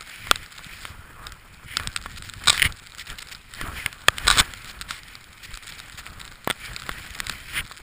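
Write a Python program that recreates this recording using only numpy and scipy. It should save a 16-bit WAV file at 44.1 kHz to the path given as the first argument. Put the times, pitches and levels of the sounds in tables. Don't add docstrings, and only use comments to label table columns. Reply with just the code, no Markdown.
import sys
import numpy as np
from scipy import signal
from scipy.fft import rfft, irfft
from scipy.io import wavfile

SR = 44100
rng = np.random.default_rng(int(sys.argv[2]) if len(sys.argv) > 2 else 0)


def master(y):
    cut = np.clip(np.atleast_2d(y).T, -1, 1)
    pcm = np.round(cut * 32767)
    wavfile.write(sys.argv[1], SR, pcm.astype(np.int16))


N = 344845
CAVITY_ROUND_TRIP_S, BAND_LIMIT_HZ = 0.00092, 15330
RUN_SPRAY_DB, RUN_PLOUGH_DB, RUN_WIND_DB = -56.5, -53, -52
SWELL_DB, SWELL_SHAPE = 10, 1.15

# (frequency [Hz], relative gain [dB])
PLOUGH_SPECTRUM = [(100, 0), (300, -4.5), (550, -5.5), (900, -4), (1350, 2.5), (1650, -1.5), (2300, -9),
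                   (4000, -33), (8000, -17.5), (14500, -17)]
SPRAY_SPECTRUM = [(100, -15), (700, -16), (1150, -18), (1600, 5.5), (2150, -7.5), (2500, 2.5), (3000, -3.5),
                  (3900, -21), (7500, -41), (9700, -11), (11000, -19), (13000, -12), (15000, -18)]
AIRY_SPECTRUM = [(100, -17), (700, -18), (1200, -7.5), (1850, 5.5), (2800, 1.5), (4400, 0.5), (7700, -5),
                 (10500, -11.5), (15000, -7)]
CLOTH_SPECTRUM = [(100, -7), (750, -15), (1100, -6.5), (1400, 4), (1700, -1.5), (3000, -2), (3750, 3.5),
                  (4250, 0.5), (4700, -1.5), (5150, -4), (7200, -6), (8250, -2.5), (9200, -13),
                  (14000, -15.5)]
FOLD_SPECTRUM = [(100, -24), (700, -27), (1400, 6.5), (3000, 1.5), (3700, 6), (5300, -2.5), (8200, -0.5),
                 (9500, -5.5), (15000, -14)]
PACKED_SNOW_SPECTRUM = [(100, -23), (700, -24.5), (1150, -15), (1700, -2), (2150, 3.5), (2600, -6.5),
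                        (3000, -0.5), (3900, -16.5), (7500, -28), (9500, -8.5), (11000, -19), (14500, -16)]
BUMP_SPECTRUM = [(30, -16), (150, 0.5), (700, 0), (1400, -4), (2300, -18), (5000, -42), (14500, -12)]
KNOCK_SPECTRUM = [(30, -37), (150, -21), (750, -29), (1130, 4), (1330, 11.5), (1650, 1), (2500, -48),
                  (14500, -17)]
# (centre [Hz], half width [Hz], depth [dB])
STOP_BANDS = [(6030, 400, 15), (12100, 1050, 25)]
# (frequency [Hz], relative level [dB], t60 [s])
SHELL_MODES = [(1132, -22, 0.041), (1230, -16, 0.016), (1720, -22, 0.035), (3450, -30.5, 0.035)]
RATTLE_MODES = [(1176, -11.5, 0.05), (1433, -0.5, 0.014), (2370, -3, 0.01), (3650, 5, 0.0055),
                (3840, 1.5, 0.0093), (5000, -3.5, 0.0056), (6820, -2.5, 0.0039), (8080, -2.5, 0.011)]
# (frequency [Hz], relative level [dB], t60 [s])
FACE_MODES = [(630, 1.5, 0.0049), (1180, -4, 0.018), (1400, 0.5, 0.015), (2650, 0, 0.0055),
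              (3390, 4.5, 0.0075), (4560, 7, 0.0027), (8556, -1.5, 0.0071)]
CORNER_MODES = [(610, 4, 0.0052), (1236, -0.5, 0.016), (1753, 7, 0.0097), (2495, 12, 0.0052),
                (3360, 10.5, 0.0054), (4868, -5.5, 0.0084), (7070, -4.5, 0.0081)]
MOUNT_MODES = [(1350, -11.5, 0.022), (2000, -1, 0.0056), (3460, -2.5, 0.008), (8624, -8.5, 0.0072)]

# (deepest time [s], rise [s], fall [s], ploughing level [dB], buffeting level [dB])
SKI_TURNS = [(.32, 0.076, 0.12, -49.5, -38), (.95, 0.29, 0.19, -50, -47), (1.26, 0.17, 0.096, -44, -43),
             (1.84, 0.061, 0.091, -41.5, -33), (2.22, 0.44, 0.1, -55.5, -40),
             (2.49, 0.12, 0.12, -44.5, -35.5), (2.65, 0.042, 0.053, -37, -29.5),
             (3.11, 0.022, 0.06, -41.5, -37.5), (3.66, 0.083, 0.19, -36.5, -36),
             (4.29, 0.13, 0.15, -35.5, -30.5), (4.405, 0.047, 0.018, -26, -26),
             (4.7, 0.075, 0.28, -49, -42), (5.53, .09, 0.041, -54.5, -45.5), (6.18, 0.33, 0.16, -50, -45),
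             (6.5, 0.011, 0.028, -39, -43), (6.73, 0.098, 0.035, -45.5, -40),
             (6.92, 0.17, 0.31, -45.5, -40.5), (7.3, 0.13, 0.13, -45.5, -38),
             (7.57, 0.037, 0.054, -41.5, -30)]
# (time [s], envelope peak [dB], frequency [Hz])
MOUNT_JOLTS = [(0.665, -32.5, 147), (0.903, -32.5, 79), (0.991, -33.5, 89), (1.851, -30, 35.6),
               (1.875, -26, 120), (2.655, -15.5, 88), (3.64, -27.5, 270), (3.688, -35, 300),
               (3.858, -27.5, 92), (4.086, -24, 93), (4.397, -21.5, 141), (5.53, -30.5, 33.8),
               (5.944, -34, 104), (6.906, -27.5, 33)]
# (thickest time [s], rise [s], fall [s], hiss level [dB])
POWDER_CLOUDS = [(.13, 0.074, 0.091, -43.5), (.3, 0.23, 0.12, -42), (.435, 0.04, 0.024, -45),
                 (.72, 0.16, 0.064, -44.5), (.83, 0.039, 0.14, -50), (1.76, 0.053, 0.13, -40.5),
                 (2.15, 0.14, 0.039, -49.5), (2.6, 0.12, 0.062, -34), (3.1, 0.019, 0.042, -42),
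                 (3.3, 0.048, 0.076, -54), (3.61, 0.064, 0.078, -40), (3.785, 0.049, 0.08, -35),
                 (4.34, 0.11, 0.092, -31.5), (4.58, 0.37, 0.27, -48), (4.93, 0.046, 0.077, -47.5),
                 (5.12, 0.11, 0.092, -48), (5.51, 0.12, 0.14, -48.5), (5.74, 0.087, 0.31, -48.5),
                 (6.65, 0.061, 0.11, -40), (6.99, 0.19, 0.32, -43), (7.32, 0.066, 0.13, -42.5),
                 (7.58, 0.079, 0.018, -32)]
# (start [s], end [s], level [dB])
AIRY_HISSES = [(0.705, 0.94, -46.5), (2.173, 2.188, -36.5), (2.227, 2.296, -43), (2.987, 3.03, -36.5),
               (3.067, 3.083, -37.5), (3.183, 3.197, -33), (3.311, 3.337, -35.5), (4.665, 4.725, -40.5),
               (5.427, 5.465, -38), (5.687, 5.708, -36.5), (5.971, 6.008, -39)]
# (time [s], crackle level [dB])
JACKET_FLEX = [(0, -48.5), (.9, -50), (1.05, -62), (1.6, -58.5), (2.0, -45), (2.42, -45), (2.85, -49),
               (3.15, -46.5), (3.45, -49.5), (3.9, -48), (4.3, -42), (4.7, -49.5), (5.25, -53.5),
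               (5.7, -45), (6.4, -47), (7.3, -42.5), (7.82, -45)]
# (time [s], level over 4 ms [dB])
FOLD_SNAPS = [(.0085, -33.5), (.3578, -24), (0.4608, -38), (.6375, -44), (1.2682, -29), (1.321, -35.5),
              (1.7695, -14.5), (1.873, -21.5), (1.962, -18), (2.2229, -32), (2.546, -34), (2.7231, -34),
              (2.9204, -40), (3.1007, -31), (3.2235, -35.5), (3.2269, -34.5), (3.3484, -33.5),
              (3.5477, -37), (4.5365, -31), (4.6968, -35.5), (4.812, -26.5), (4.817, -31), (4.822, -34),
              (4.908, -22.5), (5.153, -33.5), (5.5408, -34), (5.573, -32), (5.722, -35.5), (5.8006, -32.5),
              (6.2138, -33.5), (6.2774, -37), (6.733, -37), (6.763, -25), (6.798, -34.5)]
# (start [s], loudest time [s], end [s], top level [dB], colour [0 cloth to 1 packed snow])
CASE_SCRAPES = [(1.658, 1.727, 1.756, -37, 0.98), (2.468, 2.472, 2.59, -29.5, 0.035),
                (2.51, 2.534, 2.6, -34, 0.092), (2.637, 2.653, 2.68, -18, 0.94),
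                (4.273, 4.278, 4.4, -26.5, 0.054), (4.3, 4.3, 4.4, -33.5, .05),
                (4.383, 4.401, 4.412, -9.5, 0.32), (4.877, 4.894, 5.0, -34.5, 0.39),
                (7.544, 7.576, 7.612, -21.5, 1)]
# (time [s], level over 4 ms [dB])
PADDED_BUMPS = [(3.6135, -37), (6.475, -17), (6.501, -21), (6.5092, -26), (6.8929, -34)]
# (time [s], tick level over 4 ms [dB], colour [0 cloth to 1 packed snow], knock level over 4 ms [dB])
CASE_BLOWS = [(0.2701, -34, 0.8, -34), (.592, -53, 0.84, -37), (0.852, -28, 0.91, -33),
              (1.798, -30.5, 0.86, -28), (2.0596, -34.5, 1, -26.5), (2.5283, -22, 0.17, -27),
              (2.5774, -21, 0.81, -45), (2.596, -17, 0.92, -56), (2.6188, -10, 0.96, -39),
              (2.6254, -10, 0.96, -33), (3.6125, -26.5, 0.82, -26), (3.8607, -15.5, 0.93, -30),
              (3.928, -33.5, 0.25, -39), (4.1825, -22, .6, -55), (4.2695, -19.5, 0.49, -24),
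              (4.3737, -18.5, 0, -26), (6.0646, -31, 0.94, -39), (6.4747, -27, 0.77, -20),
              (6.493, -37, 0.85, -46), (6.892, -25.5, 0.9, -23), (7.2022, -20, 0.41, -33.5),
              (7.268, -25.5, 0.2, -35), (7.296, -21, 0.35, -33), (7.7126, -60, 0.57, -33)]
# (time [s], level over 4 ms [dB], gain of the low modes [dB])
MOUNT_RATTLES = [(2.4724, -14, 1.5), (2.478, -14.5, 0), (2.482, -9, 3), (2.4861, -15, -5),
                 (2.4972, -11, -11), (2.5012, -7.5, -5.5), (4.277, -14, 2), (4.2808, -8, 3.5),
                 (4.3016, -9, 6.5), (4.3112, -11, 4), (4.3254, -22, -2), (4.3814, -16, 0),
                 (4.3883, -14, -9)]
# (time [s], gain of the modes [dB], spot [name])
BUCKLE_KNOCKS = [(.3122, -0.5, "face"), (4.084, 2, "corner"), (6.501, -9.5, "mount"),
                 (6.5044, -12.5, "mount"), (6.51, -8, "mount")]


def amp(db):
    return 10 ** (np.asarray(db) / 20)


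def unit_rms(x):
    return x / np.sqrt(np.mean(x ** 2) + 1e-20)


def at_level(pulse, db):
    return np.sqrt(.004 * SR) * amp(db) * pulse / np.linalg.norm(pulse)


def add(mix, time_s, sound):
    part = mix[max(round(time_s * SR), 0):][:len(sound)]
    part += sound[:len(part)]


def wander(rate_hz):
    hz = np.fft.rfftfreq(N, 1 / SR)
    return unit_rms(irfft(rfft(rng.standard_normal(N)) / (1 + (hz / rate_hz) ** 4), N))


def grains(per_s, spread_db):
    size = amp(spread_db * np.minimum(rng.exponential(1, N), 4))
    return unit_rms(size * rng.choice([-1, 1], N) * (rng.random(N) < per_s / SR))


def impact(rise_s, ragged, size=2048):
    t = np.arange(size) / SR
    spectrum = rfft(rng.standard_normal(size) * t * np.exp(-t / rise_s))
    flattened = spectrum * (abs(spectrum) + 1e-12) ** (ragged - 1)
    force = irfft(flattened) * (t < t[-1] / 2)
    return force / np.linalg.norm(force)


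def swells(events, db_column=3):
    t, power = np.arange(0, N, 64) / SR, 0
    for event in events:
        top, rise, fall = event[:3]
        distance = np.maximum((top - t) / rise, (t - top) / fall)
        power = power + amp(event[db_column] - SWELL_DB * abs(distance) ** SWELL_SHAPE) ** 2
    return np.interp(np.arange(N) / SR, t, np.sqrt(power))


def case_response(spectrum, echo=0, patchy_db=0, size=2048):
    hz = abs(np.fft.fftfreq(size, 1 / SR))
    point_hz, point_db = np.transpose(spectrum)
    db = np.interp(np.log(hz + 1), np.log(point_hz), point_db)
    db -= sum(depth * np.exp(-((hz - centre) / width) ** 2) for centre, width, depth in STOP_BANDS)
    db += 20 * np.log10(abs(1 + echo * np.exp(2j * np.pi * hz * CAVITY_ROUND_TRIP_S)))
    root_hz = np.linspace(0, np.sqrt(SR / 2), 30)
    db += patchy_db * np.interp(np.sqrt(hz), root_hz, rng.standard_normal(len(root_hz)))
    minimum_phase = np.exp(np.conj(signal.hilbert(np.log(amp(db)))))
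    response = np.fft.ifft(minimum_phase).real[:size // 2]
    return response / np.linalg.norm(response)


def through_case(force, spectrum, echo=0, patchy_db=0):
    return signal.oaconvolve(force, case_response(spectrum, echo, patchy_db))[:len(force)]


def scatter(force, spectrum, patchy_db, spots=8):
    spot = rng.integers(0, spots, N)
    paths = (through_case(force * (spot == k), spectrum, patchy_db=patchy_db) for k in range(spots))
    return unit_rms(sum(paths))


def contact(cloth_force, snow_force, colour):
    cloth = through_case(cloth_force, CLOTH_SPECTRUM)
    snow = through_case(snow_force, PACKED_SNOW_SPECTRUM)
    return np.sqrt(1 - colour) * cloth + np.sqrt(colour) * snow


def shell_ring():
    t = np.arange(2048) / SR
    return sum(amp(db - 60 * t / t60) * np.sin(2 * np.pi * hz * t) for hz, db, t60 in SHELL_MODES)


def airborne_powder():
    return np.hypot(amp(RUN_SPRAY_DB), swells(POWDER_CLOUDS))


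def wind(low_hz=11, corner_hz=135, order=1.92):
    hz = np.fft.rfftfreq(N, 1 / SR)
    high_pass = hz ** 2 / (hz ** 2 + low_hz ** 2)
    low_pass = 1 / np.sqrt(1 + (hz / corner_hz) ** (2 * order))
    shape = high_pass * low_pass / (hz + low_hz) ** 0.57
    buffets = irfft(rfft(rng.standard_normal(N)) * shape, N) * amp(3 * wander(rate_hz=28))
    return np.hypot(amp(RUN_WIND_DB), swells(SKI_TURNS, db_column=4)) * unit_rms(buffets)


def jolts(rise_cycles=0.3):
    out, t = np.zeros(N), np.arange(SR // 4) / SR
    for time_s, db, hz in MOUNT_JOLTS:
        age = t * hz / rise_cycles
        add(out, time_s, amp(db) * age * np.exp(1 - age) * np.sin(2 * np.pi * hz * t))
    return out


def mist(db=-49, follow=0.95):
    hiss = through_case(rng.standard_normal(N), AIRY_SPECTRUM)
    return amp(db) * unit_rms(airborne_powder() ** follow * hiss)


def ploughing():
    crunch = grains(per_s=3000, spread_db=3) * amp(2.6 * wander(rate_hz=35))
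    load = np.hypot(amp(RUN_PLOUGH_DB), swells(SKI_TURNS))
    return load * through_case(unit_rms(crunch), PLOUGH_SPECTRUM)


def sliding(light_hz=2250, loaded_hz=1200, drift=0.072, width_hz=300, gain_db=-5):
    load = swells(SKI_TURNS)
    flow = np.hypot(airborne_powder(), load)
    centre_hz = light_hz * (loaded_hz / light_hz) ** ((load / flow) ** 2)
    centre_hz *= np.exp(drift * wander(rate_hz=13))
    carrier = np.exp(2j * np.pi * np.cumsum(centre_hz) / SR)
    pole = np.exp(-np.pi * width_hz / SR)
    baseband = signal.lfilter([1], [1, -2 * pole, pole * pole], rng.standard_normal(N) / carrier)
    return amp(gain_db) * flow * unit_rms((carrier * baseband).real)


def spray(flakes_db=-20):
    puffs = amp(1.8 * wander(rate_hz=86))
    shower = through_case(grains(per_s=14000, spread_db=4) * puffs, SPRAY_SPECTRUM, echo=0.56)
    flakes = scatter(grains(per_s=180, spread_db=2.5), SPRAY_SPECTRUM, patchy_db=6)
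    return airborne_powder() * unit_rms(unit_rms(shower) + amp(flakes_db) * flakes)


def airy_hisses(taper=0.4):
    out = np.zeros(N)
    noise = rng.standard_normal(N) * amp(1.4 * wander(rate_hz=130))
    hiss = through_case(noise, AIRY_SPECTRUM)
    for start, end, db in AIRY_HISSES:
        span = np.arange(round(start * SR), round(end * SR))
        add(out, start, amp(db) * signal.windows.tukey(len(span), taper) * unit_rms(hiss[span]))
    return out


def jacket(scuff_s=.0006, rustle_db=-10):
    clumps = amp(8 * np.minimum(wander(rate_hz=30), 1.2))
    catches = abs(grains(per_s=200, spread_db=2.9) * clumps)
    scuffs = signal.lfilter([1], [1, -np.exp(-1 / (scuff_s * SR))], catches)
    crackle = scatter(scuffs * rng.standard_normal(N), FOLD_SPECTRUM, patchy_db=6)
    rubbing = grains(per_s=5000, spread_db=3) * amp(3.2 * wander(rate_hz=45))
    rustle = unit_rms(through_case(rubbing, CLOTH_SPECTRUM))
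    flex_db = np.interp(np.arange(N) / SR, *np.transpose(JACKET_FLEX))
    return amp(flex_db) * unit_rms(crackle + amp(rustle_db) * rustle)


def fold_snaps():
    out = np.zeros(N)
    for time_s, db in FOLD_SNAPS:
        tick = through_case(impact(rise_s=0.00062, ragged=0.29), CLOTH_SPECTRUM, patchy_db=4.5)
        add(out, time_s, at_level(tick, db))
    return out


def scrapes(edge_db=11, ring_db=-5):
    out = np.zeros(N)
    slips = amp(2 * wander(rate_hz=190))
    cloth = slips * grains(per_s=2400, spread_db=1)
    snow = slips * grains(per_s=6100, spread_db=4)
    ringing = unit_rms(signal.oaconvolve(np.diff(cloth, prepend=0), shell_ring())[:N])
    for start, top, end, db, colour in CASE_SCRAPES:
        span = np.arange(round(start * SR), round(end * SR))
        pressure = amp(np.interp(span / SR, [start, top, end], [db - edge_db, db, db - edge_db]))
        rub = unit_rms(contact(cloth[span], snow[span], colour))
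        rub += amp(ring_db) * (1 - colour) * ringing[span]
        add(out, start, pressure * signal.windows.tukey(len(span), .12) * unit_rms(rub))
    return out


def padded_bumps():
    out, push = np.zeros(N), case_response(BUMP_SPECTRUM)
    for time_s, db in PADDED_BUMPS:
        add(out, time_s, at_level(push, db))
    return out


def blows(lag_s=0.00067):
    out, ring = np.zeros(N), shell_ring()
    knock = through_case(signal.unit_impulse(len(ring)), KNOCK_SPECTRUM) + ring
    for time_s, tick_db, colour, knock_db in CASE_BLOWS:
        cloth_force, snow_force = (impact(rise_s=0.00074, ragged=0.32) for _ in range(2))
        add(out, time_s, at_level(contact(cloth_force, snow_force, colour), tick_db))
        add(out, time_s + lag_s, at_level(knock, knock_db))
    return out


def rattles(low_modes_below_hz=2000):
    out, t = np.zeros(N), np.arange(2048) / SR
    for time_s, clack_db, low_db in MOUNT_RATTLES:
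        ring = np.zeros(len(t))
        for hz, db, t60 in RATTLE_MODES:
            mode_db = db + low_db * (hz < low_modes_below_hz)
            ring += amp(mode_db - 60 * t / t60) * np.cos(2 * np.pi * hz * t)
        chatter = signal.fftconvolve(impact(rise_s=0.00066, ragged=0.14), ring)
        clack = through_case(chatter, spectrum=[(8500, 7.5), (10000, 2)])
        add(out, time_s, at_level(clack, clack_db))
    return out


def buckle_knocks():
    out, t = np.zeros(N), np.arange(2048) / SR
    modes_at = {"face": FACE_MODES, "corner": CORNER_MODES, "mount": MOUNT_MODES}
    for time_s, gain_db, spot in BUCKLE_KNOCKS:
        for k, (hz, db, t60) in enumerate(modes_at[spot]):
            decay = amp(gain_db + db - 60 * t / t60)
            add(out, time_s, (-1) ** k * decay * np.sin(2 * np.pi * hz * t))
    return out


def scene():
    rumble = wind() + jolts()
    snow = mist() + ploughing() + sliding() + spray()
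    snow_and_cloth = snow + jacket() + airy_hisses() + fold_snaps()
    on_case = scrapes() + padded_bumps() + blows() + rattles() + buckle_knocks()
    mono = rumble + snow_and_cloth + on_case
    return np.array([mono, mono])


def record(dry):
    saturated = np.clip(dry, -1, 1)
    low_pass = signal.firwin(301, BAND_LIMIT_HZ, window=("kaiser", 7), fs=SR)
    return signal.oaconvolve(saturated, low_pass[None], "same")


dry = scene()
out = record(dry)
master(out)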